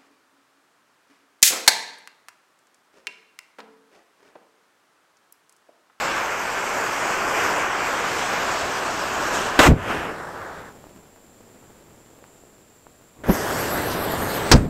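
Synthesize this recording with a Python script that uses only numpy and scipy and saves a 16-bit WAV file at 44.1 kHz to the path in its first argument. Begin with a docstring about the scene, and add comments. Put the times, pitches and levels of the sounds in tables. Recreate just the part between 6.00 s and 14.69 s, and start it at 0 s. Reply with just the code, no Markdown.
"""Bundles of matches flare on bare earth with a sputtering roar and a hiss. At 3.6 s a firecracker
bursts and scatters them, and the strewn heads go up in one whoosh. The fire sinks to a flutter with
small pops, and steady insects can be heard in the trees. At 7.2 s a second heap catches with a whoomph,
sizzles and pops, until another firecracker blows it out at 8.5 s. Both blasts overload the microphone."""
import sys
import numpy as np
from scipy import signal
from scipy.fft import rfft, irfft, next_fast_len
from scipy.io import wavfile
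from scipy.ndimage import uniform_filter1d, map_coordinates

SR = 44100
rng = np.random.default_rng(int(sys.argv[2]) if len(sys.argv) > 2 else 0)


def materialize(psi):
    """Save the field psi as 16-bit PCM at rate SR to the path in sys.argv[1].

    A 1-D psi becomes a single channel; in a 2-D psi each row is a channel.
    """
    bounded = np.clip(np.atleast_2d(psi).T, -1, 1)
    quanta = np.round(bounded * 32767).astype(np.int16)
    wavfile.write(sys.argv[1], SR, quanta)


N = 383229

# The two firecrackers; a "fade" is the time to fall by 60 dB:
# (time [s], crack [dB], crack fade [s], snap [dB], gas jet [dB], jet length [s], jet fade [s])
FIRECRACKERS = [(3.591, 3, 0.064, -15.5, -11.5, 0.08, 0.11), (8.5152, 1, 0.087, -3.5, -21.5, 0.024, 0.15)]


def amp(db):
    """Turn decibels into a gain."""
    return np.exp(np.asarray(db) * np.log(10) / 20)


def unit(x):
    """Scale a signal to an average (rms) strength of 1."""
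    return x / np.sqrt(np.mean(x ** 2) + 1e-20)


def clock():
    """The time of every sample, in seconds."""
    return np.arange(N) / SR


def curves(rows):
    """Join a table's rows with straight lines: one curve for each column after the time."""
    times, *columns = np.transpose(rows)
    return [np.interp(clock(), times, column) for column in columns]


def wobble(rate):
    """A smooth curve through `rate` random values a second."""
    t = clock()
    coarse = t[::100]
    values = rng.standard_normal(int(N * rate / SR) + 4)
    return np.interp(t, coarse, map_coordinates(values, [coarse * rate]))


def filtered(x, response):
    """Scale each frequency in x by the gain that response(hz) gives."""
    size = next_fast_len(N + SR // 4)
    return irfft(rfft(x, size) * response(np.fft.rfftfreq(size, 1 / SR)), size)[:N]


def coloured(x, tone):
    """Give x the balance of low and high notes in a tone table, at strength 1."""
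    freqs, db = np.transpose(tone)
    return unit(filtered(x, lambda hz: amp(np.interp(np.log(hz + 1), np.log(freqs), db))))


def noise(tone):
    """Steady noise with the given tone, at strength 1."""
    return coloured(rng.standard_normal(N), tone)


def sputter(rate, spread_db, grain_db):
    """Rushing gas plus tiny ignitions of uneven size, about `rate` a second."""
    sizes = amp(spread_db * np.minimum(rng.exponential(size=N), 4))
    sparks = (rng.random(N) < rate / SR) * sizes
    return unit(rng.standard_normal(N) + amp(grain_db) * unit(sparks - sparks.mean()))


def alight(start, end, rise):
    """Heads catch within the rise time before the start and burn out quickly after the end."""
    t = clock()
    catch_db = -60 * np.maximum(start - t, 0) / rise
    burn_out_db = -60 * np.maximum(t - end, 0) / .25
    return amp(np.maximum(catch_db + burn_out_db, -120))


def forest():
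    """Insects shrill steadily over a faint, even hiss."""
    # Tones of the insects and the air: (frequency [Hz], relative level [dB])
    insect_tone = [(3000, -40.5), (6600, -21.5), (7050, -5.5), (7400, 0.5), (7700, -6), (8100, -19.5),
                   (12000, -46)]
    air_tone = [(25, 0), (1000, 8.5), (6000, 0), (14500, -0.5), (16000, -7.5)]
    return amp(-61.5 + .7 * wobble(7.4)) * noise(insect_tone) + amp(-61.0) * noise(air_tone)


def wood_flames():
    """The sticks kindle slowly under the flare, then burn on with a soft flutter and faint crackles."""
    # Loudness of the small flames: (time [s], level [dB])
    levels = [(4.8, -48), (5.2, -54), (5.45, -51.5), (6.2, -52), (6.55, -55.5)]
    # Their tone: (frequency [Hz], relative level [dB])
    tone = [(25, -4), (130, 1.5), (450, 0.5), (900, -7), (2000, -16), (4000, -23), (15000, -28.5)]
    kindle_db_per_s = 4
    level_db = curves(levels)[0] - kindle_db_per_s * np.maximum(levels[0][0] - clock(), 0)
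    return amp(level_db + .8 * wobble(18)) * coloured(sputter(170, 3.4, -5.0), tone)


def pops():
    """A bursting match head sends out one push and one pull of air pressure."""
    # Single bursting heads: (time [s], peak level [dB], pitch [Hz])
    bursts = [(4.841, -30, 750), (4.868, -31, 500), (4.911, -39, 600), (4.989, -36, 400),
              (5.161, -38.5, 1200), (5.406, -36, 448), (5.628, -39.5, 900), (6.226, -37, 500),
              (6.241, -30.5, 1300), (6.437, -36, 450), (6.8679, -30, 850), (7.012, -38.5, 600),
              (7.991, -16, 700), (8.021, -20, 1200), (8.137, -11, 595), (8.204, -15, 900)]
    out, t = np.zeros(N), np.arange(SR // 20) / SR
    for start, db, hz in bursts:
        cycles = t * hz
        pulse = np.sin(2 * np.pi * cycles) * cycles * np.exp(-4.5 * cycles)
        out[round(start * SR):][:len(t)] += amp(db) * pulse / np.abs(pulse).max()
    return out


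def sizzle():
    """Fine jets spurt from the nearest heads of the second heap as one after another ignites."""
    # The spurts: (time [s], level [dB], hold [s])
    spurts = [(7.311, -33, 0.017), (7.46, -44, .07), (7.586, -39.5, .06), (7.712, -36.5, .045),
              (7.83, -38.5, .07), (7.99, -39, .06), (8.11, -36, .02), (8.228, -39.5, .07),
              (8.345, -38, .015)]
    # Their very high tone: (frequency [Hz], relative level [dB])
    tone = [(9500, -32), (11000, 0), (11900, 4.5), (12800, 4.5), (13800, -8.5), (15500, -21.5)]
    rise_s, fade_s, between_spurts_db = 0.04, .3, -47
    t = clock()
    power = (amp(between_spurts_db) * alight(spurts[0][0], spurts[-1][0] + .07, rise=.03)) ** 2
    for start, db, hold in spurts:
        rise_db = -20 * np.maximum(start - t, 0) / rise_s
        fade_db = -60 * np.maximum(t - start - hold, 0) / fade_s
        power += amp(db + rise_db + fade_db) ** 2
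    return np.sqrt(power) * amp(1.5 * wobble(45)) * coloured(sputter(900, 3, -2.5), tone)


def gusts():
    """Gusts of gas from the flares and blasts buffet the microphone with low puffs and thumps."""
    # The gusts: (time [s], level [dB], 20 dB rise [s], hold [s], fade [s], treble cutoff [Hz])
    puffs = [(3.683, -8, 0.03, 0.03, 0.17, 200), (3.697, -12.5, 0.012, 0.033, 0.094, 95),
             (3.777, -33, 0.018, 0.022, 0.24, 120), (4.579, -42, .01, .012, .1, 150),
             (7.198, -47.5, 0.06, 0.035, .1, 450), (7.29, -12, 0.012, 0.016, 0.1, 340),
             (8.54, 0, 0.022, 0.012, 0.11, 105.4), (8.585, -22.5, .03, 0.062, .42, 200)]
    out, t = np.zeros(N), clock()
    hz = np.fft.rfftfreq(2 * SR, 1 / SR)
    for start, db, rise, hold, fade, cutoff_hz in puffs:
        near = (t > start - .5) & (t < start + 1)
        bass_band = hz / np.hypot(hz, 35) / np.hypot(1, (hz / cutoff_hz) ** 1.89)
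        swirls = irfft(rfft(rng.standard_normal(2 * SR)) * bass_band)[:near.sum()]
        swirls /= np.sqrt(np.abs(uniform_filter1d(swirls ** 2, size=1800)) + 1e-12)  # an even push
        age = t[near] - start
        rise_db = -20 * np.maximum(-age, 0) / rise
        fade_db = -60 * np.maximum(age - hold, 0) / fade
        out[near] += swirls * amp(db + rise_db + fade_db)
    return out


def echo_and_shade(x, echo_dip, shade_db, dip_octaves):
    """The ground echo cuts a band that moves with flame height; tongues of flame lift and shade others."""
    hz, t, spectrum = signal.stft(x, SR, nperseg=512)
    times, centre_hz, cut_db = np.transpose(echo_dip)
    offset = np.log2((hz[:, None] + 1) / np.interp(t, times, centre_hz)) / dip_octaves
    dip_db = np.interp(t, times, cut_db) * np.exp(-offset ** 2)  # a negative cut is a boost
    patches = uniform_filter1d(rng.standard_normal(spectrum.shape), size=10, axis=0)
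    patches = unit(uniform_filter1d(patches, size=18, axis=1))  # now smooth in both pitch and time
    reach = np.sqrt(hz[:, None] / hz[-1])  # high notes are shaded most
    return signal.istft(spectrum * amp(shade_db * reach * patches - dip_db), nperseg=512)[1][:N]


def flare(roar_db, hiss_db, rumble_db, tone, gas, flicker_db, hiss_flicker_db):
    """Burning match heads: the rising plume rumbles, the gas roars and the heads hiss."""
    burn = coloured(gas, tone)
    bass = filtered(burn, lambda hz: 1 / (1 + (hz / 381) ** 8))
    bass_and_middle = filtered(burn, lambda hz: 1 / (1 + (hz / 3860) ** 8))
    flicker = flicker_db * wobble(22)
    rumble = unit(bass) * amp(rumble_db + 0.72 * wobble(25))
    roar = unit(bass_and_middle - bass) * amp(roar_db + flicker)
    hiss = unit(burn - bass_and_middle) * amp(hiss_db + flicker + hiss_flicker_db * wobble(35))
    return rumble + roar + hiss


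def first_heap():
    """The bundles flare until the first firecracker scatters them; the plume rumbles more as it grows."""
    # Loudness of the flare: (time [s], roar [dB], hiss [dB])
    levels = [(0.0, -24.5, -38), (0.16, -24, -37.5), (0.32, -27, -39.5), (1.04, -24.5, -35),
              (1.23, -25, -37.5), (1.44, -21, -33), (1.7, -24.5, -40.5), (1.86, -24.5, -38),
              (2.28, -25, -35), (2.31, -24.5, -36.5), (2.98, -26.5, -38.5), (3.32, -24, -36),
              (3.36, -23, -33), (3.55, -26, -40.5)]
    # Its tone: (frequency [Hz], relative level [dB])
    tone = [(25, -15), (120, -11.5), (250, -8), (380, -2.5), (1000, 0.5), (1600, -0.5), (1950, -5.5),
            (2400, -6), (3800, -17), (5500, -15.5), (7800, -16.5), (10000, -35.5), (12600, -27.5),
            (15500, -41.5)]
    # The band its ground echo cancels: (time [s], frequency [Hz], cut [dB])
    echo_dip = [(0, 4200, -2.5), (.5, 3800, 5), (1.7, 4100, 5.5), (1.95, 3500, -2.5), (2.6, 2200, 0.5),
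                (3.0, 2150, 5)]
    roar_db, hiss_db = curves(levels)
    rumble_db = roar_db - 16.5 + 1.42 * clock()
    gas = echo_and_shade(sputter(1800, 2.1, -6), echo_dip, shade_db=3.0, dip_octaves=0.24)
    fire = flare(roar_db, hiss_db, rumble_db, tone, gas, flicker_db=0.28, hiss_flicker_db=0.55)
    return alight(0, FIRECRACKERS[0][0], rise=.1) * fire


def scattered_heads():
    """The strewn heads go up in one whoosh and die away; hiss and rumble follow the roar."""
    # Loudness of the whoosh: (time [s], roar [dB])
    levels = [(3.78, -35), (3.898, -24), (4.102, -30.5), (4.16, -35), (4.504, -36), (4.682, -42),
              (4.78, -63)]
    # Its tone: (frequency [Hz], relative level [dB])
    tone = [(25, -14.5), (130, -3), (240, -5.5), (450, -1.5), (700, -4), (1600, -4.5), (2100, -12),
            (2800, -14.5), (4000, -22), (7800, -22), (10000, -32.5), (12500, -29), (15500, -42)]
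    # The band its ground echo cancels: (time [s], frequency [Hz], cut [dB])
    echo_dip = [(4.05, 4000, 2.6), (4.2, 2650, 7.5), (4.5, 2760, 8.5)]
    start, end = levels[0][0], levels[-1][0]
    age = np.maximum(clock() - start, 0)
    roar_db = curves(levels)[0]
    hiss_db = roar_db - 20.5
    rumble_db = roar_db - 6.5 - 6 * age  # sinks faster than the roar as the fireball lifts away
    gas = echo_and_shade(sputter(1200, 2.5, -6), echo_dip, shade_db=3.5, dip_octaves=0.38)
    fire = flare(roar_db, hiss_db, rumble_db, tone, gas, flicker_db=0.5, hiss_flicker_db=0.6)
    return alight(start, end, rise=.3) * fire


def second_heap():
    """The second heap catches at once, swells and burns steadily until the blast snuffs it."""
    # Tone of its flare: (frequency [Hz], relative level [dB])
    tone = [(25, -8), (100, 3.5), (450, 2), (1000, -3.5), (1650, -4.5), (2400, -14.5), (4500, -20),
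            (6500, -22.5), (8300, -21.5), (10200, -32.5), (12400, -30), (14300, -37.5), (15500, -34)]
    # The band its ground echo cancels: (time [s], frequency [Hz], cut [dB])
    echo_dip = [(7.24, 4000, 3.5), (7.55, 3800, 1.3), (7.7, 6030, 1), (8.0, 6130, 10), (8.35, 5830, 1.8)]
    catch_s, swell_s, blown_out_s = 7.237, .1, 8.54
    snuff_db_per_s, hiss_fade_db_per_s = 156, 1  # the hiss fades as the heads are used up
    t = clock()
    age = np.maximum(t - catch_s, 0)
    unlit = np.maximum(1 - age / swell_s, 0)  # falls from 1 to 0 at full burn
    snuff_db = snuff_db_per_s * np.maximum(t - blown_out_s, 0)
    burn_db = -6.5 * unlit - snuff_db
    roar_db, rumble_db = burn_db - 27, burn_db - 32.5
    hiss_db = -36.5 - 16.5 * unlit - hiss_fade_db_per_s * age - snuff_db
    gas = echo_and_shade(sputter(800, 2.4, -6.5), echo_dip, shade_db=5.0, dip_octaves=0.23)
    fire = flare(roar_db, hiss_db, rumble_db, tone, gas, flicker_db=0.05, hiss_flicker_db=1.0)
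    return alight(catch_s, t[-1], rise=.002) * fire


def firecrackers():
    """The case splits with a crack and a bright snap, then the remaining powder vents as a rough jet."""
    # Tones of the crack, the snap and the jet: (frequency [Hz], relative level [dB])
    crack_tone = [(40, -3.5), (300, 5), (800, 1), (1500, 0), (3000, -9.5), (8000, -29), (10000, -38),
                  (16000, -45.5)]
    snap_tone = [(500, -23), (3000, -14.5), (4700, 4), (8000, -10), (9500, -39), (16000, -45.5)]
    jet_tone = [(40, -15), (200, -9.5), (450, -1.5), (800, 1), (1600, -2), (2700, -7.5), (4500, -19),
                (7800, -16), (10000, -32), (13000, -24.5), (16000, -42)]
    out, t = np.zeros(N), clock()
    crack, snap = noise(crack_tone), noise(snap_tone)
    jet = coloured(sputter(900, 1.6, -1), jet_tone) * amp(1.1 * wobble(120))
    for start, crack_db, crack_fade, snap_db, jet_db, jet_length, jet_fade in FIRECRACKERS:
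        after = (t > start) & (t < start + 1)
        age = t[after] - start
        burst = amp(crack_db) * crack[after] + amp(snap_db) * snap[after]
        vent = jet[after] * amp(jet_db - 60 * np.maximum(age - jet_length, 0) / jet_fade)
        out[after] += burst * amp(-60 * age / crack_fade) + vent
    return out


def scene():
    """Fire, blasts and forest added together in one channel."""
    matches = first_heap() + scattered_heads() + second_heap()
    return (matches + sizzle() + wood_flames() + pops() + firecrackers() + gusts() + forest())[None]


def record(dry):
    """The overloaded microphone flattens the loudest peaks with some fizz; the highest treble is cut."""
    ceiling, hardness, top_hz = amp(-4), 6, 15700
    sound = dry[0]
    clipped = sound / (1 + np.abs(sound / ceiling) ** hardness) ** (1 / hardness)
    fizz = filtered(sound - clipped, lambda hz: hz ** 2 / (hz ** 2 + 2500 ** 2))
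    return filtered(clipped + amp(-16) * fizz, lambda hz: hz < top_hz)[None]


dry = scene()
out = record(dry)
materialize(out)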